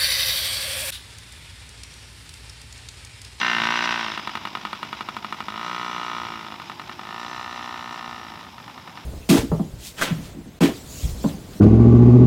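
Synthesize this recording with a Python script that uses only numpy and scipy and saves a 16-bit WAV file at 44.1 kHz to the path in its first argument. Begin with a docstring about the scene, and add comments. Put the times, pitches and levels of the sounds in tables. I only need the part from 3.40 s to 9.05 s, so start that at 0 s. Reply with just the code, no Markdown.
"""A small four-stroke quad bike pulls away tail-on over open desert, against the rumble of far vehicles.
Each firing of its single cylinder rings the exhaust; the engine rattles and gears whine. A dirt bike
putters softly. At half a second the quad's throttle shuts, and only a few cycles catch and pop.
It swings round in a wide arc, chain jingling, and pulls again at 2.1 s; a distant engine drones a while.
Fainter and turning side-on, the quad pulls a third time at 3.6 s, then runs down to popping again."""
import sys
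import numpy as np
from scipy import signal
from scipy.fft import rfft, irfft
from scipy.io import wavfile

SR = 44100
rng = np.random.default_rng(int(sys.argv[2]) if len(sys.argv) > 2 else 0)


def log_audio(samples):
    """Write samples as a 16-bit WAV file to the path given in sys.argv[1]."""
    # one column per channel
    frames = np.atleast_2d(samples).T
    # limit to full scale, then quantise
    limited = np.clip(frames, -1, 1)
    pcm = np.round(limited * 32767).astype(np.int16)
    wavfile.write(sys.argv[1], SR, pcm)


N = 249165

FULL_HZ = 60   # engine cycles per second at full revs
# Pulls on the throttle. Each row: opening time in seconds, run-up in seconds,
# speed gained before sag in Hz, shutting time in seconds, run-down in seconds.
PULLS = [(-.3, .2, 10.98, .527, .313), (2.075, .1945, 10.27, 2.794, .432), (3.61, .274, 11.12, 4.706, .503)]
# The quad's level as its distance changes. 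Each row: time in seconds, gain in dB.
NEARNESS = [(0, 7), (.5, 4.5), (1.0, 1.5), (1.7, -0.14), (2.6, -1.3), (3.3, -3), (4.0, -5.5), (4.6, -6.5),
            (5.1, -8), (5.65, -6)]
# The quad's turn. Each row: time in seconds, heading from 0 (tail-on) to 3 (side-on).
HEADING = [(.14, 0), (.28, 1), (.62, 1), (.85, 1.6), (1.25, 2), (2.9, 2), (3.8, 3)]


def amp(db):
    """Decibels to amplitude ratio."""
    return 10 ** (np.asarray(db) / 20)


def rms_one(x):
    """Normalisation to unit rms."""
    return x / np.sqrt(np.mean(x ** 2) + 1e-20)


def curve(rows, s):
    """Linear interpolation of (time, value) rows."""
    return np.interp(s, *np.transpose(rows))


def butter(x, hz, kind, order):
    """Maximally flat low- or high-pass filter."""
    return signal.sosfilt(signal.butter(order, min(hz, .45 * SR), kind, fs=SR, output="sos"), x)


def wander(per_s):
    """Random fluctuation of unit variance, with per_s new values a second."""
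    knots = rng.standard_normal(N // 20)
    return np.interp(np.arange(N) / SR * per_s, np.arange(len(knots)), knots) * np.sqrt(3 / 2)


def noise(colour):
    """Spectral shaping of white noise, at unit rms."""
    hz, db = np.transpose(colour)
    bins = np.maximum(np.fft.rfftfreq(N, 1 / SR), 1)
    gain = amp(np.interp(np.log(bins), np.log(hz), db))
    return rms_one(irfft(rfft(rng.standard_normal(N)) * gain, N))


def resonate(x, hz, width_hz):
    """A damped resonator with unit peak gain."""
    r = np.exp(-np.pi * width_hz / SR)
    feedback = [1, -2 * r * np.cos(2 * np.pi * hz / SR), r * r]
    return signal.lfilter(np.array([1, 0, -1]) * (1 - r * r) / 2, feedback, x + 1e-18)


def engine_speed(t, idle_hz=50.223, creep_hz_per_s=.1328, sag_hz_per_s=2.457):
    """The cycle rate sets the fundamental: idle creeps up with warmth, and each pull sags under load."""
    hz = idle_hz + creep_hz_per_s * t
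    for opens, run_up, gained_hz, shuts, run_down in PULLS:
        held_hz = gained_hz - sag_hz_per_s * (np.minimum(t, shuts) - opens)
        hz = hz + held_hz * np.interp(t, [opens, opens + run_up, shuts, shuts + run_down], [0, 1, 1, 0])
    # The engine bogs in the first pull. One row: time in seconds, loss in Hz, half length in seconds.
    bog = (.2165, 3.522, .158)
    when, lost_hz, half_s = bog
    return hz - lost_hz * np.maximum(1 - abs(t - when) / half_s, 0)


def firings(cycles, steady_burn_hz=53, build_up_db=9, build_up_s=.06, afterpop_loss_db=1):
    """Impulse excitation: a click as the exhaust valve opens, strong if the charge burnt, weak if not."""
    # Near idle every fourth or fifth cycle catches, and the next pops more weakly. Each row: first and
    # last pop in seconds, spacing in cycles, pop level in dB, first afterpop in dB relative to its pop.
    pop_runs = [(.68, .68, 5, -4, -3), (.777, .875, 5, -.5, -4.5), (.953, 1.251, 5, 1, -4.5),
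                (1.33, 1.528, 5, .5, -11.5), (1.607, 1.846, 4, 0.5, -15), (1.925, 2.085, 4, 1.5, -10),
                (3.122, 3.2, 4, -3.5, -2), (3.298, 3.593, 5, -0.5, -5), (5.181, 5.573, 5, -2.6, -4.5)]
    at = np.flatnonzero(np.diff(np.floor(cycles)))
    s, chance = at / SR, rng.standard_normal(len(at))
    hz = engine_speed(s)
    uneven_db = -.42 * chance
    run_down_db = .94 * (hz - FULL_HZ) + uneven_db   # throttle shut: firings weaken as speed falls
    unfired_db = -26.5 + 4 * chance
    db = np.where(hz > steady_burn_hz, run_down_db, unfired_db)
    for opens, _, _, shuts, _ in PULLS:
        held = (s > opens) & (s < shuts)
        db[held] = uneven_db[held] - build_up_db * np.exp((opens - s[held]) / build_up_s)
    for first, last, every, pop_db, afterpop_db in pop_runs:
        pops = range(np.argmin(abs(s - first)), np.argmin(abs(s - last)) + 1, round(every))
        for n, k in enumerate(pops):
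            db[k] = pop_db + .3 * chance[k]
            db[k + 1] = max(db[k + 1], db[k] + afterpop_db - afterpop_loss_db * n)
    clicks = np.zeros(N)
    clicks[at] = amp(db + curve(NEARNESS, s))
    return clicks


def puffs(clicks, length_s):
    """Decaying turbulence: each click becomes a noise burst of the same energy."""
    fade = np.exp(-2 / (length_s * SR))
    power = signal.lfilter([1 - fade], [1, -fade], clicks ** 2 + 1e-18)
    return np.sqrt(power) * rng.standard_normal(N)


def chamber(x, round_trip_s, reflection):
    """All-pass dispersion: a baffled chamber lets a pulse out in instalments, one per round trip."""
    loop = np.zeros(max(int(round_trip_s * SR), 1) + 1)
    loop[0], loop[-1] = 1, reflection
    return signal.lfilter(loop[::-1], loop, x + 1e-18)


def silencer(x, modes, top_hz=4100, bottom_hz=180):
    """Modal resonance: the silencer rings and muffles treble; its small mouth radiates little bass."""
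    # The short tailpipe's tinny ring, at every heading. Each row: frequency and width in Hz, gain in dB.
    tailpipe = [(2860, 19, -11), (3690, 17, -30.5)]
    # Side chambers absorb narrow bands. Each row: frequency and width in Hz, share absorbed from 0 to 1.
    hollows = [(1623, 112, 0.64), (3170, 270, 0.44), (498, 90, 0.15)]
    rings = sum(amp(db) * resonate(x, hz, width) for hz, width, db in [*modes, *tailpipe])
    for hz, width, share in hollows:
        rings = rings - share * resonate(rings, hz, width)
    return butter(butter(rings, top_hz, "low", order=7), bottom_hz, "high", order=2)


def exhaust(clicks, t, jet_db=-12.5, crack_db=-20, rich_db_per_hz=.54):
    """Blow-down: each release is a pressure step and a short turbulent jet, both ringing the silencer."""
    # Exhaust modes at headings 0 to 3. Each row: frequency and width in Hz, relative level in dB.
    tail_on = [(224, 29, -2), (323, 130, -15), (676, 37, -32), (1024, 90, 0), (1323, 130, -2),
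               (1545, 100, 2), (1787, 55, 3), (2062, 23, -0.5), (2321, 75, -38), (2750, 95, -1.5),
               (3400, 49, -34)]
    veering = [(227.5, 28, -3), (314, 140, -11), (676, 41, -10.5), (990, 72, 3.5), (1170, 205, -2),
               (1527, 120, 2), (1803, 40, -2), (2024, 59, -7), (2554, 69, -6.5), (2690, 62, -4.5),
               (3500, 120, -37)]
    turning = [(219.3, 23, -7), (293, 203, -17), (696, 130, -22), (1010, 142, -2), (1244, 59, -1),
               (1787, 75, -13), (1978, 19, -13), (2257, 45, -13), (2764, 120, -17.0), (3340, 102, -19.5),
               (3940, 74, -57)]
    side_on = [(239.7, 22, -10), (305, 143, -14.5), (774, 73, -10), (977, 120, 0), (1065, 59, -8),
               (1228, 65, 1), (1771, 53, -3), (2370, 99, -28), (2680, 105, -13), (3476, 160, -18),
               (3790, 400, -26)]
    jet = amp(jet_db) * butter(puffs(clicks, length_s=.0045), 1900, "high", order=1)
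    # short cavities between the baffles draw the upper part of the step out into a chirp
    steps = clicks
    for round_trip_s, reflection in [(.00023, -.5), (.0002, .75), (.00026, .7)]:
        steps = chamber(steps, round_trip_s, reflection)
    heading, rings = curve(HEADING, t), 0
    # straight behind the pipe, more of the pulse comes out in the silencer's later round trips
    aspects = [(tail_on, .72), (veering, .72), (turning, .86), (side_on, .86)]
    for k, (modes, reflection) in enumerate(aspects):
        drive = chamber(steps, .00105, reflection) + jet
        share = np.maximum(1 - abs(heading - k), 0)
        impulse_gain = np.linalg.norm(silencer(signal.unit_impulse(SR // 10), modes))
        rings = rings + silencer(drive * share, modes) / impulse_gain
    # the gas also cracks at the mouth, harder at low speed when unburnt fuel has gathered
    crack = amp(crack_db + rich_db_per_hz * (53.5 - engine_speed(t))) * puffs(clicks, length_s=.0048)
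    return rings + butter(crack, 5000, "low", order=1)


def pumping(cycles, t, pipe_hz=970, thump_hz=290):
    """Displacement: fired or not, the piston's puff rings the main pipe mode and thumps the silencer."""
    db = curve(NEARNESS, t) + 4.5 + .25 * (engine_speed(t) - FULL_HZ)
    beats = np.diff(np.floor(cycles), prepend=0) * amp(db + wander(50))
    ring = resonate(resonate(beats, pipe_hz, width_hz=130), pipe_hz, width_hz=260)
    thump = resonate(resonate(beats, thump_hz, width_hz=110), thump_hz, width_hz=220)
    return ring + amp(-7) * thump


def ground_scatter(x, level_db=-19, t60_s=.022, dull_hz=3500):
    """Diffuse reflection: rough ground and a parked truck return a faint, short spray of echoes."""
    s = np.arange(SR // 4) / SR
    decay = amp(-60 * s / t60_s) * (s > .005)
    echoes = butter(rng.standard_normal(len(s)) * decay, dull_hz, "low", order=1)
    return amp(level_db) * signal.fftconvolve(x, echoes / np.linalg.norm(decay))[:N]


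def machinery_levels(t, overrun_whine_db=7):
    """Directivity, distance and engine speed set the levels of clatter, whine and chain, in dB."""
    # Radiation at headings 0 to 3. Each row: clatter in dB, whine in dB relative to it, chain in dB.
    radiated = [(-36.5, -1, -80), (-34.5, -0.5, -80), (-40, 1.5, -53), (-37.5, -1.5, -49.5)]
    near, revs = curve(NEARNESS, t), engine_speed(t) - FULL_HZ
    heading = curve(HEADING, t)
    rattle, whine, chain = (np.interp(heading, range(4), db) for db in np.transpose(radiated))
    # the gears whine louder as the wheels drive the slowing engine
    overrun = sum(np.interp(t, [shuts, shuts + run_down, shuts + 2 * run_down], [0, 1, 0])
                  for *_, shuts, run_down in PULLS)
    clatter_db = near + rattle + .296 * revs
    whine_db = clatter_db + whine + revs + overrun_whine_db * overrun
    chain_db = near + chain + .7 * revs
    return clatter_db, whine_db, chain_db


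def clatter(cycles, throb_db=1, flutter_db=2.5):
    """Amplitude modulation: the engine's rattle flutters and swells slightly just after each firing."""
    # The rattle's spectrum. Each row: frequency in Hz, relative spectral density in dB.
    colour = [(150, -25.5), (300, -15.5), (480, -16), (750, -6), (1000, -0.5), (1300, -1.5), (1650, -5.5),
              (2100, -3), (3900, -5), (4350, -14), (5000, -7.5), (5800, -14.5), (6800, -23.5),
              (15000, -55.5)]
    beat_db = throb_db * np.cos(2 * np.pi * (cycles - .15))
    return rms_one(noise(colour) * amp(beat_db + flutter_db * wander(250)))


def gear_whine(cycles, backlash_hz=.55):
    """Tooth meshing makes rough tones; play between the teeth lets the shaft speed waver."""
    # Mesh tones. Each row: multiple of the cycle rate, width in Hz, relative level in dB.
    gears = [(66.4, 60, -14.5), (98.8, 70, -15)]
    shaft = cycles + np.cumsum(backlash_hz * wander(60)) / SR
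    whine = 0
    for multiple, width_hz, db in gears:
        mesh = 2 * np.pi * multiple * shaft
        whine += amp(db) * (wander(2 * width_hz) * np.cos(mesh) + wander(2 * width_hz) * np.sin(mesh))
    return whine


def far_vehicles(level_db=-45.5):
    """Incoherent sources: far-off vehicles merge into the steady rumble and hiss of the plain."""
    # The rumble's spectrum. Each row: frequency in Hz, relative spectral density in dB.
    colour = [(20, -30), (40, -58), (60, -5), (90, -3), (135, -2), (230, -1.5), (350, -8.5), (480, -14.5),
              (900, -2), (2000, -28), (5000, -24), (8000, -32.5), (14000, -32), (16000, -40)]
    return noise(colour) * amp(level_db)


def dirt_bike(t, cycle_hz=24.15, silencer_hz=128, width_hz=45):
    """A pulse train drives a resonator: a child's dirt bike putters off on a shut throttle."""
    # The putter's envelope. Each row: time in seconds, level in dB.
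    levels = [(0, -73), (.25, -45), (.5, -60), (.9, -60), (1.6, -61), (2.5, -63)]
    beats = np.diff(np.floor(cycle_hz * t), prepend=0) * amp(1.6 * wander(43))
    putter = resonate(resonate(beats, silencer_hz, width_hz), silencer_hz, width_hz)
    return rms_one(putter) * amp(curve(levels, t))


def chain_jingle():
    """Random excitation: the links ring the high modes of chain and guards."""
    # Metal modes. Each row: frequency in Hz, half-width of each resonator in Hz, relative level in dB.
    modes = [(4860, 330, -5.5), (5370, 330, 6), (7070, 670, -4.5)]
    links = rng.standard_normal(N) * amp(3 * wander(200))
    return rms_one(sum(amp(db) * resonate(resonate(links, hz, 2 * half_width), hz, 2 * half_width)
                       for hz, half_width, db in modes))


def distant_drone(t, waver_hz=5, waver_db=1.7):
    """Frequency and amplitude modulation: a far engine is heard as one wavering tone."""
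    # The tone's course. Each row: time in seconds, frequency in Hz, level in dB.
    drone = [(2.5, 331.7, -85), (2.9, 340, -50), (3.15, 344, -54.5), (3.5, 358.7, -52), (3.9, 373, -55),
             (4.2, 367, -80)]
    s, hz, db = np.transpose(drone)
    phase = 2 * np.pi * np.cumsum(np.interp(t, s, hz) + waver_hz * wander(25)) / SR
    return np.sin(phase) * amp(np.interp(t, s, db) + waver_db * wander(15))


def scene():
    """Superposition, in mono, of the quad and the other vehicles."""
    t = np.arange(N) / SR
    cycles = np.cumsum(engine_speed(t)) / SR + .175
    bark = exhaust(firings(cycles), t) + pumping(cycles, t)
    quad = bark + ground_scatter(bark)
    clatter_db, whine_db, chain_db = machinery_levels(t)
    quad += amp(clatter_db) * clatter(cycles)
    quad += amp(whine_db) * gear_whine(cycles)
    quad += amp(chain_db) * chain_jingle()
    return (quad + dirt_bike(t) + distant_drone(t) + far_vehicles())[None]


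def record(dry):
    """Band limiting: a steep low-pass cuts the treble above 15.8 kHz."""
    return signal.sosfilt(signal.ellip(10, .1, 70, 15800, fs=SR, output="sos"), dry)


dry = scene()
out = record(dry)
log_audio(out)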